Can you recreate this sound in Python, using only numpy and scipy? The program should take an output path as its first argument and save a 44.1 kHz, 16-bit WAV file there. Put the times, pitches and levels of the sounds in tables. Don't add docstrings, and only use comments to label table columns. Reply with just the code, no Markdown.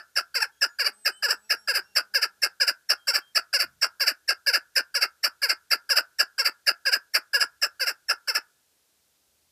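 import sys
import numpy as np
from scipy import signal
from scipy.fft import rfft, irfft, next_fast_len
from scipy.io import wavfile
from scipy.ndimage import uniform_filter1d, map_coordinates

SR = 44100
rng = np.random.default_rng(int(sys.argv[2]) if len(sys.argv) > 2 else 0)


def decibels_to_gain(level_db):
    exponent = np.asarray(level_db, float) / 20
    return 10 ** exponent


def master(y):
    cut = np.clip(np.atleast_2d(y).T, -1, 1)
    pcm = np.round(cut * 32767)
    wavfile.write(sys.argv[1], SR, pcm.astype(np.int16))


N = 419391
LEAD = SR // 5
TIME = np.arange(-LEAD, N) / SR


def unit(x):
    return x / np.sqrt(np.mean(x ** 2) + 1e-20)


def along(points, hz):
    f, v = np.transpose(points)
    return np.interp(np.log(hz + 1), np.log(f + 1), v)


def curves(rows):
    s, *cols = np.transpose(sorted(rows))
    return [np.interp(TIME, s, c) for c in cols]


def wobble(rate_hz):
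    knots = rng.standard_normal(int(len(TIME) * rate_hz / SR) + 4)
    return map_coordinates(knots, [np.arange(len(TIME)) * rate_hz / SR])


def noise(spectrum):
    m = next_fast_len(len(TIME))
    colour = decibels_to_gain(along(spectrum, np.fft.rfftfreq(m, 1 / SR)))
    return unit(irfft(rfft(rng.standard_normal(m)) * colour, m)[:len(TIME)])


def gestures():
    # t/s, length/s, level/dB, upper resonance f/Hz
    chucks = [(.159, 0.04, -26.5, 5000), (.614, .039, -25.5, 5200), (1.052, 0.039, -25.5, 5075),
              (1.498, 0.039, -25, 5220), (1.956, 0.04, -25, 4850), (2.422, 0.037, -24, 5123),
              (2.893, .034, -23.5, 5077), (3.352, 0.034, -23.5, 4950), (3.817, 0.039, -25, 4958),
              (4.281, 0.038, -25.5, 5035), (4.758, 0.037, -23, 5050), (5.234, .036, -23.5, 4949),
              (5.708, .038, -23.5, 4893), (6.189, 0.035, -23.5, 4950), (6.667, 0.037, -23, 4895),
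              (7.14, 0.036, -23, 4958), (7.619, 0.038, -25.5, 5275), (8.087, 0.038, -26, 5287)]
    # t/s, length/s, level/dB, upper resonance f/Hz, held pitch f/Hz
    clear = [(.346, .041, -27, 4950, 541.2), (.79, 0.039, -25.5, 4830, 564.7),
             (1.227, 0.04, -25.5, 4886, 583.8), (1.678, .043, -25.5, 4796, 561.7),
             (2.142, .039, -25.5, 5065, 568.1), (2.603, 0.035, -25.5, 5041, 558.7),
             (3.074, 0.037, -26, 5108, 558.6), (3.532, 0.04, -24.5, 5065, 567.7),
             (4.001, .039, -25, 4950, 561.5), (4.466, 0.039, -25, 5002, 561),
             (4.945, 0.035, -25, 5069, 562.4), (5.421, 0.039, -24, 4827, 572),
             (5.895, .039, -24.5, 5026, 569), (6.383, 0.036, -25, 5016, 560.6),
             (6.856, .041, -25.5, 4867, 554.5), (7.335, 0.037, -23.5, 4824, 568),
             (7.8, 0.045, -27.5, 4966, 540.6), (8.277, .034, -28, 5070, 540)]
    # t/s, length/s, level/dB, upper resonance f/Hz
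    closing = [(-.06, 0.042, -24.5, 4940), (1.746, 0.04, -25.5, 4796), (2.221, 0.031, -25, 5030),
               (2.675, .029, -25.5, 4990), (3.142, 0.037, -24.5, 4925), (3.596, 0.039, -25, 4964),
               (4.069, 0.038, -24, 5010), (4.534, .036, -24, 5016), (5.016, 0.032, -23, 4970),
               (5.493, 0.031, -24, 4910), (5.963, .034, -22.5, 4806), (6.452, 0.033, -23.5, 4800),
               (6.923, 0.037, -24, 4851), (7.404, .034, -24.5, 4884), (7.868, 0.039, -26.5, 5157),
               (8.35, .029, -25, 5170)]
    # t/s, length/s, level/dB, upper resonance f/Hz, held pitch f/Hz
    linked = [
        (.407, 0.039, -26, 5282, 862),
        (.849, 0.039, -27.5, 4970, 558.9),
        (1.291, .043, -26.5, 5080, 555),
    ]
    # t/length, level/dB, pitch ratio, roughness 0-1, beak opening 0-1
    clear_shape = [
        (-.2, -63.5, 3.1, 0.26, .6),
        (-.06, -9.5, 2.9, 0.12, .5),
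        (.06, -10.5, 2.75, .3, .5),
        (.11, -3.5, 1.12, 0.51, .6),
        (.33, -1.45, 0.98, 0.11, .8),
        (.65, -2, .98, 0.097, .79),
        (.9, -5.5, 0.89, .17, 0.37),
        (1.1, -11.5, 0.81, .22, .1),
        (1.35, -15.5, .82, 0.26, .05),
    ]
    linked_shape = [
        (-.1, -6, 0.73, 0.089, 0),
        (0.202, -5.5, 1.02, 0.18, 0.33),
        (0.451, 2, 1.06, 0.14, 0.39),
        (.6, 0, 1.05, 0.68, 0.038),
        (1, -10, .75, .55, 0),
        (1.349, -19, .5, 0.28, 0.22),
        (1.501, -58.5, .45, 0.43, 0.11),
    ]
    from_silence = [
        (-.3, -58, 4.7, .02, 1),
        (-.07, -12, 3.4, .01, 1),
        (.09, -9.5, 3.2, .05, 1),
        (.14, -4, 1.3, .45, 1),
    ]
    from_voice = [
        (-.4, -25, 1.3, .3, .1),
        (-.15, -10.5, 1.45, .27, .59),
        (.1, -1.5, 1.3, .4, .77),
    ]
    harsh_body = [
        (.35, 0.5, 1.001, .25, 0.95),
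        (.55, -2.05, 1.01, .35, .8),
        (.66, -0.03, 1.25, .46, 0.27),
        (1.001, -10, .85, .53, .03),
        (1.35, -14.5, .55, .4, .01),
        (1.5, -65.5, .48, .47, .14),
    ]
    # base/dB, slope/(dB per kHz of upper resonance above rest)
    bright_by_kind = dict(chuck=(4.8, .3), clear=(4, 8.8), closing=(3.8, 1.5), linked=(5.1, -10.5))
    # t/s, brightness/dB
    zeal = [
        (-.1, -1),
        (1.5, -0.9),
        (2.7, 0.86),
        (4.2, -0.6),
        (6, -0.24),
        (8.4, -2),
    ]
    harsh_hz, rest_hz = 547.7, 5000

    def add_pitch(rows):
        return [(*row, harsh_hz) for row in rows]

    def brightness_db(kind, s, upper_hz):
        base_db, db_per_khz = bright_by_kind[kind]
        return base_db + db_per_khz * (upper_hz - rest_hz) / 1000 + np.interp(s, *np.transpose(zeal))

    kinds = dict(chuck=(add_pitch(chucks), from_silence + harsh_body),
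                 clear=(clear, clear_shape),
                 closing=(add_pitch(closing), from_voice + harsh_body),
                 linked=(linked, linked_shape))
    song = []
    for kind, (rows, shape) in kinds.items():
        for s, length, db, upper_hz, hz in rows:
            bright_db = brightness_db(kind, s, upper_hz)
            song.append([(s + share * length, db + effort, bright_db + 0.36 * effort,
                          hz * ratio, rough, beak, upper_hz)
                         for share, effort, ratio, rough, beak in shape])
    song.sort()
    ends = [note[0][0] for note in song[1:]] + [np.inf]
    return curves([point for note, end in zip(song, ends) for point in note if point[0] < end])


def syrinx(pitch, rough):
    jitter = rough * (.1 * wobble(120) + .08 * wobble(500))
    cycles = np.cumsum(pitch * np.exp(np.clip(jitter, -.7, .7))) / SR
    whole = np.arange(1, int(cycles[-1]) - 20)
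    at = np.interp(whole, cycles, np.arange(len(TIME)))
    size = decibels_to_gain(7.5 * rough[at.astype(int)] * rng.uniform(-1.8, 1, len(at)))
    spots = at.astype(int)[:, None] + np.arange(-7, 9)
    away = spots - at[:, None]
    kernel = size[:, None] * np.sinc(away) * np.cos(np.pi * away / 16) ** 2
    pulses = np.bincount(spots.ravel(), kernel.ravel(), len(TIME))
    puff = np.exp(-2.5 * (cycles % 1)) * rng.standard_normal(len(TIME))
    return np.sqrt(SR / pitch) * pulses / decibels_to_gain(0.68 * rough), puff, np.sin(2 * np.pi * cycles)


def ring(x, modes, size=4096):
    # f/Hz, width/Hz, level/dB
    hollows = [(1150, 300, -9), (3387, 833, -19), (4070, 1200, -5), (6590, 1000, -12.5), (9240, 300, -6.5)]
    hz = np.fft.rfftfreq(size, 1 / SR)
    power = sum(decibels_to_gain(db) ** 2 / (1 + (2 * (hz - c) / w) ** 2) ** 2 for c, w, db in modes)
    hollow_db = sum(db * np.exp(-(2 * (hz - c) / w) ** 2) for c, w, db in hollows)
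    power = power * decibels_to_gain(2 * hollow_db) / (1 + (480 / (hz + 1)) ** 8)
    cepstrum = irfft(np.log(power + 1e-10) / 2)
    cepstrum[1:size // 2] *= 2
    cepstrum[size // 2 + 1:] = 0
    return signal.fftconvolve(x, irfft(np.exp(rfft(cepstrum))))[:len(x)]


def partridge():
    # f/Hz, width/Hz, level/dB
    open_pipe = [(1672, 290, -3.5)]
    closed_pipe = [(1506, 525, -1)]
    throat = [(677, 830, -21), (2110, 210, -11.5), (2688, 1010, -10.5)]
    long_neck = [(4738, 380, 1), (5026, 337, 0.5)]
    short_neck = [(5090, 555, 0.5), (5364, 430, -3)]
    beak_bands = [(7690, 1300, 2), (10370, 1500, 0.5), (11440, 970, -4), (13620, 5160, -1.5)]
    level_db, bright_db, pitch, rough, beak, upper_hz = gestures()
    rough, beak = np.clip(rough, 0, 1), np.clip(beak, 0, 1)
    short = np.clip((upper_hz - 4800) / 420 + .5 * (beak - .6), 0, 1)
    pulses, puff, swing = syrinx(pitch, rough)

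    breath = decibels_to_gain(level_db + 4 * rough * np.tanh(wobble(200)))
    flow = breath * (pulses + (.04 + 1.6 * rough ** 2) * puff)
    low = ring(flow * beak, open_pipe) + ring(flow * (1 - beak), closed_pipe)
    low = low + ring(flow * decibels_to_gain(0.46 * bright_db), throat)

    smooth_breath = uniform_filter1d(breath, size=221, origin=100)
    chest = decibels_to_gain(-10 - 10 * rough) * smooth_breath * swing / (1 + (pitch / 850) ** 8)

    bright = breath * decibels_to_gain(bright_db) * (pulses + (0.079 + 4 * rough ** 2) * puff) / (1 + 2 * rough ** 2)
    high = ring(bright * np.sqrt(short), short_neck) + ring(bright * np.sqrt(1 - short), long_neck)

    air = decibels_to_gain(level_db + .5 * bright_db) * (.5 * pulses / (1 + 6 * rough) + 1.944 * puff)
    hiss = sum(decibels_to_gain(2.3 * np.tanh(wobble(12))) * ring(air, [mode]) for mode in beak_bands)
    return decibels_to_gain(20.5) * low + chest + decibels_to_gain(17.0) * high + decibels_to_gain(-3) * hiss


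def cage(x):
    # delay/ms, level/dB
    echoes = [(.45, -10), (.9, -11), (1.5, -12), (2.3, -13), (3.4, -14), (5.2, -16)]

    def late(ms):
        return np.pad(x, (round(ms * SR / 1000), 0))[:len(x)]

    return x + sum(decibels_to_gain(db) * np.tanh(wobble(6)) * late(ms) for ms, db in echoes)


def walls(x):
    # f/Hz, t60/s
    near_t60 = [(300, 0.056), (1000, 0.22), (1450, 0.18), (2000, 0.13), (2800, 0.08), (5000, 0.099),
                (12000, 0.058)]
    # f/Hz, width/Hz, t60/s, level/dB
    far_wall = (1500, 230, 1.0, -27.5)
    far_hz, width_hz, far_t60_s, far_db = far_wall
    wet, turn = 0, wobble(5)
    for share in (np.cos(2 * turn), np.sin(2 * turn)):
        hz, t, z = signal.stft(rng.standard_normal(SR // 2), SR, nperseg=256)
        near = decibels_to_gain(-60 * t / along(near_t60, hz)[:, None])
        far = decibels_to_gain(far_db - 60 * t / far_t60_s) * np.exp(-((hz[:, None] - far_hz) / width_hz) ** 2)
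        tail = signal.istft(z * (near + far), SR, nperseg=256)[1]
        tail = tail / np.linalg.norm(tail)
        wet = wet + signal.fftconvolve(np.pad(x * share, (400, 0)), tail)[:len(x)]
    return wet


def tone(rows, orders, unsteady):
    hz, db = curves(rows)
    fade = np.clip(np.minimum(TIME - rows[0][0], rows[-1][0] - TIME) / .02, 0, 1)
    phase = 2 * np.pi * np.cumsum(hz * (1 + unsteady * wobble(54))) / SR
    partials = sum(decibels_to_gain(g) * np.sin(k * phase) for k, g in orders)
    return fade * decibels_to_gain(db + 3.0 + 3.3 * wobble(44)) * partials


def hinge():
    # t/s, length/s, f/Hz, glide/(Hz/s), level/dB
    squeak_rows = [(.51, .11, 3280, 150, -76), (.52, .1, 6600, 100, -79), (.67, .11, 6880, 900, -68),
                   (.92, .31, 8190, -350, -59), (1.26, .24, 8020, -1000, -67), (1.52, .17, 7680, -400, -72),
                   (1.1, .14, 2990, 700, -60), (1.43, .09, 2610, 500, -78), (1.43, .26, 5620, -400, -63),
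                   (1.7, .25, 5520, -60, -69), (1.54, .14, 11300, -2500, -70), (1.82, .15, 2750, 100, -72),
                   (2.96, .13, 3220, -150, -68), (3.195, .14, 3200, -150, -68)]
    # t/s, slip rate f/Hz, level/dB
    groan = [
        (.8, 213.2, -100),
        (.95, 213, -81),
        (1.15, 203, -87),
        (1.4, 213.3, -81.5),
        (1.7, 210, -78),
        (1.95, 201.3, -84),
        (2.3, 203.1, -84),
        (2.7, 190, -100),
    ]
    # multiple, level/dB
    groan_orders = [(1, -1.5), (2, -3.5), (3, -4.5), (4, 0)]
    # t/length, drop/dB
    course = [(0, 9), (.3, 0), (.6, 0), (1, 9)]
    out = tone(groan, groan_orders, 0.033)
    for s, length, hz, glide, db in squeak_rows:
        rows = [(s + u * length, hz + glide * u * length, db - drop_db) for u, drop_db in course]
        out = out + tone(rows, [(1, 0)], 0.0048)
    return out


def wind():
    # t/s, peak level/dB
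    gust_rows = [
        (.33, -73),
        (1.52, -76),
        (1.74, -64.5),
        (2.43, -73.5),
        (3.36, -69),
        (3.66, -57),
        (5.3, -83.5),
        (7.35, -81),
    ]
    # f/Hz, level/(dB per Hz)
    buffet = [(25, -30.5), (50, -4.5), (110, -1.5), (220, -6), (400, -48)]
    calm_db, rise_db_per_s, fall_db_per_s = -88.5, 220.5, 108.5
    level = decibels_to_gain(calm_db)
    for s, db in gust_rows:
        drop_db = np.where(TIME < s, rise_db_per_s * (s - TIME), fall_db_per_s * (TIME - s))
        level = level + decibels_to_gain(db - drop_db)
    return level * decibels_to_gain(1.6 * wobble(12) - 8.5) * noise(buffet)


def traffic():
    # f/Hz, level/(dB per Hz)
    rumble = [(18, -47), (30, -27), (42, -10), (78, 0), (105, -10.5), (140, -4), (175, -24), (260, -70.5)]
    return decibels_to_gain(-88 + 2.5 * wobble(1.5)) * noise(rumble)


def microphone_hiss():
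    # f/Hz, level/(dB per Hz)
    hiss = [(18, -50.5), (105, -22), (172, -12.5), (452, -9), (1600, -15.5), (5250, -10), (7500, -11.5),
            (15300, -14)]
    return decibels_to_gain(-70) * noise(hiss)


def scene():
    bird = cage(partridge())
    mix = bird + decibels_to_gain(-18.0) * walls(bird) + hinge() + wind() + traffic() + microphone_hiss()
    return mix[None, LEAD:]


def low_pass(x):
    return signal.sosfilt(signal.butter(12, 16470, fs=SR, output="sos"), x)


def record(dry):
    # f/Hz, level/dB
    response = [(14300, 2), (15200, -9.5), (15800, -33), (16500, -50)]
    m = next_fast_len(N)
    gain = decibels_to_gain(along(response, np.fft.rfftfreq(m, 1 / SR)))
    heard = irfft(rfft(dry, m) * gain, m)[:, :N]
    return low_pass(heard)


dry = scene()
out = record(dry)
master(out)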